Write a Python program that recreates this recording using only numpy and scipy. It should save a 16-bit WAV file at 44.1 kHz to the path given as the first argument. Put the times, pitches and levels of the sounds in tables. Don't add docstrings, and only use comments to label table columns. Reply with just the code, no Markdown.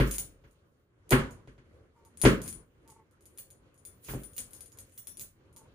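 import sys
import numpy as np
from scipy import signal
from scipy.io import wavfile

SR = 44100
rng = np.random.default_rng(int(sys.argv[2]) if len(sys.argv) > 2 else 0)


def store_wav(level_fs):
    pcm = np.round(np.clip(np.atleast_2d(level_fs), -1, 1) * 32767)
    wavfile.write(sys.argv[1], SR, pcm.T.astype(np.int16))


def boost_factor(decibels):
    exponent = np.asarray(decibels, float) / 20
    return 10 ** exponent


N = 253134

NOISE_EDGES_HZ = 25 * 2 ** np.arange(0, 9.6, .5)
# (frequency [Hz], correlation [-1..1])
LEFT_RIGHT_LIKENESS = [(60, 0.89), (130, 1), (290, 0.69), (640, 0.63), (1410, -.1), (3100, -0.28),
                       (15000, -0.61)]

# (frequency [Hz], relative density [dB])
HUM_SPECTRUM = [(15, -53), (25, -19.5), (92, 1), (217, -15.5), (293, -4.5), (373, -13.5), (405, -2),
                (624, -29), (1040, -20), (3920, -35.5), (4370, -41.5), (7110, -37), (7920, -51),
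                (9570, -42), (16000, -68)]
# (time [s], level [dB])
BACKGROUND_LEVEL = [(0.0, -39), (0.17, -58), (0.67, -62.5), (0.97, -65.5), (1.23, -53.5), (1.49, -61),
                    (1.69, -63.5), (2.01, -65.5), (2.43, -56), (2.67, -67), (2.86, -62.5), (3.36, -61.5),
                    (3.68, -65), (4.3, -61), (5.2, -61.5), (5.35, -65), (5.61, -63), (5.74, -63)]
FLAP_DB, FLAP_T60_S, FLAP_RISE_S = -18, 0.28, 0.035

# (start [s], length [s], mid-call pitch [Hz], relative level [dB])
FAR_CALLS = [(1.95, 0.15, 230, -77), (2.85, .19, 226, -73.5), (5.55, 0.13, 230.6, -75.5)]
# (multiple of the pitch, relative level [dB])
CALL_HARMONICS = [(2, -2), (3, -18), (4, 8), (5, -1), (6, -10), (9, -14.5), (10, -14.5)]
CALL_EDGE_S, CALL_SAG_HZ_PER_S, CALL_WOBBLE_HZ = 0.019, 16, 6.0

# (frequency [Hz], relative density [dB])
RUSTLE_SPECTRUM = [(700, -24.5), (1500, -7), (2500, 1), (4000, -6.5), (8000, -1), (15500, 2)]
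# (time [s], level [dB])
RUSTLE_LEVEL = [(0, -62), (.16, -37), (.28, -86), (.52, -81), (.64, -92.5), (2.15, -89.5), (2.3, -58.5),
                (2.4, -73), (2.46, -47.5), (2.6, -95), (3.07, -85), (3.39, -72.5), (3.6, -88), (4.02, -77),
                (4.1, -46.5), (4.28, -62), (4.5, -66.5), (5.13, -68.5), (5.3, -89), (5.74, -95)]

# (frequency [Hz], relative level [dB], t60 [s])
ROOM_MODES = [(50.8, -8.5, 0.38), (132.7, -5.5, 0.18), (264, -7.5, 0.23), (321.8, -0.5, 0.13),
              (434.7, -9, 0.28), (549.4, -15, 0.25)]
# (frequency [Hz], t60 [s])
ROOM_T60 = [(40, 0.89), (280, 0.29), (740, 0.36), (1940, .28), (5120, 0.25), (13500, 0.19)]
# (frequency [Hz], relative level [dB])
ROOM_COLOUR = [(300, 12.5), (650, 1), (900, -0.5), (1300, 3.5), (2500, -4), (4000, -6), (8000, -2),
               (15000, -7.5)]

# (time [s], boom [dB], thump [dB], snap [dB], hiss [dB])
PUFFS = [(.001, -20.5, -20.5, -19.5, -26.5), (0.061, -58, -63, -46, -55), (.44, -59, -58.5, -54.5, -67),
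         (1.113, -56, -24.5, -23.5, -29), (1.1212, -23, -17, -12, -17), (1.129, -26, -22, -43, -36),
         (1.194, -32, -35.5, -32.5, -66), (1.475, -52, -49.5, -50, -68), (1.58, -58.5, -58, -54.5, -76.5),
         (2.237, -24.5, -25.5, -21.5, -20.5), (2.2524, -19.5, -11, -11, -30),
         (2.262, -24.5, -23, -33, -24.5), (2.46, -56, -48.5, -47.5, -60), (2.549, -53, -69, -65, -71),
         (4.086, -45, -44, -35.5, -38), (4.109, -45.5, -47.5, -58, -35), (4.137, -37, -36, -42, -65),
         (4.147, -35.5, -42, -60, -50), (4.382, -65.5, -65, -74, -64), (5.196, -65, -79, -69, -79.5)]
PUFF_EDGES_HZ = [30, 200, 700, 3500, 15000]

# (frequency [Hz], relative level [dB], t60 [s])
FIRST_METAL_MODES = [(3500, -8.5, 0.2), (5830, -5, 0.18), (8350, -4.5, 0.11), (10200, 5, 0.12),
                     (13610, 4.5, .18)]
SECOND_METAL_MODES = [(2870, -16.5, 0.077), (4420, -14.5, 0.15), (6725, -9, .15), (9090, 0, 0.084),
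                      (12800, -14.5, .15), (15100, -1, .18)]
SHELL_MODES = [(2760, -32, 0.015), (4260, -30, 0.017), (5260, -28, 0.025), (6960, -19, 0.015),
               (8040, -19, 0.014), (9430, -15, 0.022), (9670, -24.5, 0.091), (9930, -17, 0.022),
               (11680, -14.5, 0.017), (12600, -17.5, 0.016), (14400, -20, .02)]
# (time [s], relative level [dB], lean to the left [dB])
KNOCKS = [(.0754, -40.5, -5.5), (0.1113, -24, -1), (.1393, -28.5, 0), (.183, -20, 2.5), (0.511, -61, -6),
          (1.0932, -37.5, 5), (1.1071, -18.5, -4.5), (1.3086, -46.5, -7), (1.3283, -56, 7),
          (1.475, -68, -7), (2.0505, -49.5, 0), (2.173, -40, 3.5), (2.2158, -17, 2), (2.4175, -32, -5.5),
          (2.439, -37.5, -1), (2.46, -42, -2), (2.4789, -27.5, -3), (2.5273, -36, 6), (2.8774, -47.5, -5),
          (2.9013, -45, -2), (3.1117, -59.5, -0.5), (3.2087, -53.5, -2), (3.256, -46.5, -2.5),
          (3.3756, -42, 1), (3.3852, -33.5, 4), (3.504, -43.5, 1), (3.743, -59.5, -4), (3.7777, -55, 4.5),
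          (3.8515, -37, 0.5), (4.0415, -48.5, -2), (4.0477, -39, -1.5), (4.2353, -36.5, 5.5),
          (4.334, -47, 7), (4.365, -43, 3), (4.3811, -21.5, 3.5), (4.508, -50, 12), (4.5332, -36.5, 4),
          (4.566, -48, 6.5), (4.6071, -35.5, 5.5), (4.6593, -44.5, 6), (4.7197, -47.5, -1.5),
          (4.7733, -48, 3), (4.787, -35, 1.5), (4.8956, -55, 3.5), (4.923, -51.5, 7), (4.9774, -36.5, 4),
          (5.0717, -33.5, 6.5), (5.1712, -39, 3.5), (5.1958, -30.5, -1.5), (5.2109, -32, 2),
          (5.5283, -58, -1), (5.5634, -40, -4), (5.5777, -47.5, -2)]
# (time [s], first bangle relative level [dB], second bangle relative level [dB])
CHIMES = [(.1116, -53, -54), (.183, -58, -47), (2.4783, -62.5, -75), (3.3851, -62, -53),
          (3.8516, -62.5, -67.5), (4.2353, -64, -74), (4.365, -63, -49), (4.9779, -57.5, -58),
          (5.0717, -53.5, -75), (5.1954, -60, -75), (5.2109, -66, -59)]
TOUCHES_PER_KNOCK = 4
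TOUCH_GAP_S, TOUCH_LOSS_DB = 0.004, 4.5

# (frequency [Hz], width [Hz], gain [dB])
LEFT_PORT = [(6500, 2500, -16), (9620, 2700, 12.5), (15300, 2000, -15.5)]
RIGHT_PORT = [(6940, 2000, 7.5), (10030, 880, -17.5), (15205, 1300, 19.5)]
TOP_CUT_HZ = 15900


def rms_one(x):
    return x / np.sqrt(np.mean(x ** 2) + 1e-20)


def at_hz(points, hz):
    table_hz, values = np.transpose(points)
    return np.interp(np.log(hz), np.log(table_hz), values)


def in_time(rows):
    s, db = np.transpose(rows)
    return boost_factor(np.interp(np.arange(N) / SR, s, db))


def band(x, low_hz, high_hz):
    sos = signal.butter(2, [low_hz, high_hz], "band", fs=SR, output="sos")
    return signal.sosfilt(sos, x + 1e-18)


def drift(rate_hz):
    hop = 40
    settle = 2000
    r = np.exp(-2 * np.pi * rate_hz * hop / SR)
    noise = rng.standard_normal(N // hop + settle + 2)
    slow = signal.lfilter([1], [1, -2 * r, r * r], noise)[settle:]
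    return np.interp(np.arange(N) / hop, np.arange(len(slow)), rms_one(slow))


def train(times_s, heights):
    out = np.zeros(N)
    np.add.at(out, np.round(np.asarray(times_s) * SR).astype(int), heights)
    return out


def stereo_train(times_s, db, lean_db):
    return np.array([train(times_s, boost_factor(db + side * lean_db / 2)) for side in (1, -1)])


def ring(clicks, hz, t60_s):
    r, w = boost_factor(-60 / (t60_s * SR)), 2 * np.pi * hz / SR
    return signal.lfilter([0, np.sin(w)], [1, -2 * r * np.cos(w), r * r], clicks + 1e-18)


def stereo_bands(length):
    white = rng.standard_normal((2, 2, length))
    for k, (low_hz, high_hz) in enumerate(zip(NOISE_EDGES_HZ, NOISE_EDGES_HZ[1:])):
        mid, side = band(white[k % 2], low_hz, high_hz)
        hz = np.sqrt(low_hz * high_hz)
        alike = np.clip(at_hz(LEFT_RIGHT_LIKENESS, hz), -1, 1)
        yield hz, np.sqrt(1 + alike) * mid + np.sqrt(1 - alike) * side * [[1], [-1]]


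def banded_noise(spectrum, patchy_db):
    together = drift(2.2)
    total = np.zeros((2, N))
    for hz, noise in stereo_bands(N):
        flicker_db = patchy_db * (1.3 * together + drift(8.2))
        total += boost_factor(at_hz(spectrum, hz) + flicker_db) * noise
    return rms_one(total)


def flapping():
    s, boom_db = np.transpose(PUFFS)[:2]
    fall, rise = boost_factor(-60 / (FLAP_T60_S * SR)), np.exp(-1 / (FLAP_RISE_S * SR))
    dying = signal.lfilter([1], [1, -fall], train(s, boost_factor(boom_db + FLAP_DB)))
    return signal.lfilter([1 - rise], [1, -rise], dying)


def hum_and_flapping():
    return (in_time(BACKGROUND_LEVEL) + flapping()) * banded_noise(HUM_SPECTRUM, patchy_db=2.0)


def far_calls():
    t, out = np.arange(N) / SR, np.zeros(N)
    hoarseness = boost_factor(4.3 * drift(49.0))
    wobble_hz = CALL_WOBBLE_HZ * drift(30.3)
    for start_s, length_s, hz, db in FAR_CALLS:
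        pitch_hz = hz - CALL_SAG_HZ_PER_S * (t - start_s - length_s / 2) + wobble_hz
        phase = 2 * np.pi * np.cumsum(pitch_hz) / SR
        inside_s = np.minimum(t - start_s, start_s + length_s - t)
        edges = np.clip(inside_s / CALL_EDGE_S, 0, 1)
        voice = sum(boost_factor(d) * np.sin(k * phase + k * k) for k, d in CALL_HARMONICS)
        out += edges * boost_factor(db) * voice
    return out * hoarseness


def cloth_rustle():
    return in_time(RUSTLE_LEVEL) * banded_noise(RUSTLE_SPECTRUM, patchy_db=4.5)


def room(x, build_s=0.0014):
    t = np.arange(SR // 2) / SR
    tail = np.zeros((2, len(t)))
    for hz, noise in stereo_bands(len(t)):
        tail += boost_factor(at_hz(ROOM_COLOUR, hz) - 60 * t / at_hz(ROOM_T60, hz)) * noise
    tail *= 1 - np.exp(-(t / build_s) ** 2)
    return signal.fftconvolve(x, tail, axes=1)[:, :N]


def room_modes(push):
    out = np.zeros((2, N))
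    for k, (hz, db, t60_s) in enumerate(ROOM_MODES):
        wave = (-1) ** k * boost_factor(db) * ring(push, hz, t60_s)
        lean = 0.25 * np.sin(k * 2.0) * np.sqrt(hz / 500)
        out += np.array([[1 + lean], [1 - lean]]) * wave
    return out


def puffs():
    s, *levels = np.transpose(PUFFS)
    parts = []
    for low_hz, high_hz, db in zip(PUFF_EDGES_HZ, PUFF_EDGES_HZ[1:], levels):
        unit_peak = np.abs(band(train([0], 1.0), low_hz, high_hz)).max()
        parts.append(band(train(s, -boost_factor(db)), low_hz, high_hz) / unit_peak)
    return parts


def strike(s, db, lean_db, modes, spread_db):
    out = np.zeros((2, N))
    chance = rng.standard_normal((len(s), len(modes)))
    for (hz, level_db, t60_s), luck in zip(modes, chance.T):
        mode_db = db + level_db + spread_db * luck
        out += ring(stereo_train(s, mode_db, lean_db), hz, t60_s)
    return out


def bangles():
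    start_s, knock_db, lean = np.transpose(KNOCKS)
    touch = np.arange(TOUCHES_PER_KNOCK)
    gaps_s = TOUCH_GAP_S * rng.exponential(1, (len(start_s), TOUCHES_PER_KNOCK))
    gaps_s *= touch > 0
    s = (start_s[:, None] + np.cumsum(gaps_s, axis=1)).ravel()
    db = (knock_db[:, None] - TOUCH_LOSS_DB * touch).ravel()
    lean_db = np.repeat(lean, TOUCHES_PER_KNOCK)

    clicks = band(stereo_train(s, db + 6.0, lean_db), 2500, 18000)
    shell = boost_factor(-3.0) * strike(s, db, lean_db, SHELL_MODES, spread_db=5.5)
    chime_s, first_db, second_db = np.transpose(CHIMES)
    first = strike(chime_s, first_db, 0, FIRST_METAL_MODES, spread_db=3.5)
    second = strike(chime_s, second_db, 0, SECOND_METAL_MODES, spread_db=3.5)
    return clicks + shell + first + second


def scene():
    background = hum_and_flapping() + far_calls() + cloth_rustle()
    boom, thump, snap, hiss = puffs()
    clinks = bangles()
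    direct = clinks + boost_factor(3.0) * (boom + thump) + snap + hiss
    reflected = room(boost_factor(-25.5) * clinks + boost_factor(-16.5) * (snap + hiss) + boost_factor(-29) * thump)
    standing = boost_factor(-29) * room_modes(boom + thump)
    return background + direct + reflected + standing


def port(x, peaks):
    for hz, width_hz, db in peaks:
        w, g = 2 * np.pi * hz / SR, boost_factor(db / 2)
        a = np.sin(w) * width_hz / (2 * hz)
        middle = -2 * np.cos(w)
        x = signal.lfilter([1 + a * g, middle, 1 - a * g], [1 + a / g, middle, 1 - a / g], x)
    return x


def band_limit(x):
    return signal.sosfilt(signal.butter(12, 16510, fs=SR, output="sos"), x)


def record(dry):
    ports = np.array([port(dry[0], LEFT_PORT), port(dry[1], RIGHT_PORT)])
    top_cut = signal.cheby2(10, 40, TOP_CUT_HZ, fs=SR, output="sos")
    mix = signal.sosfilt(top_cut, ports)
    return band_limit(mix)


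dry = scene()
out = record(dry)
store_wav(out)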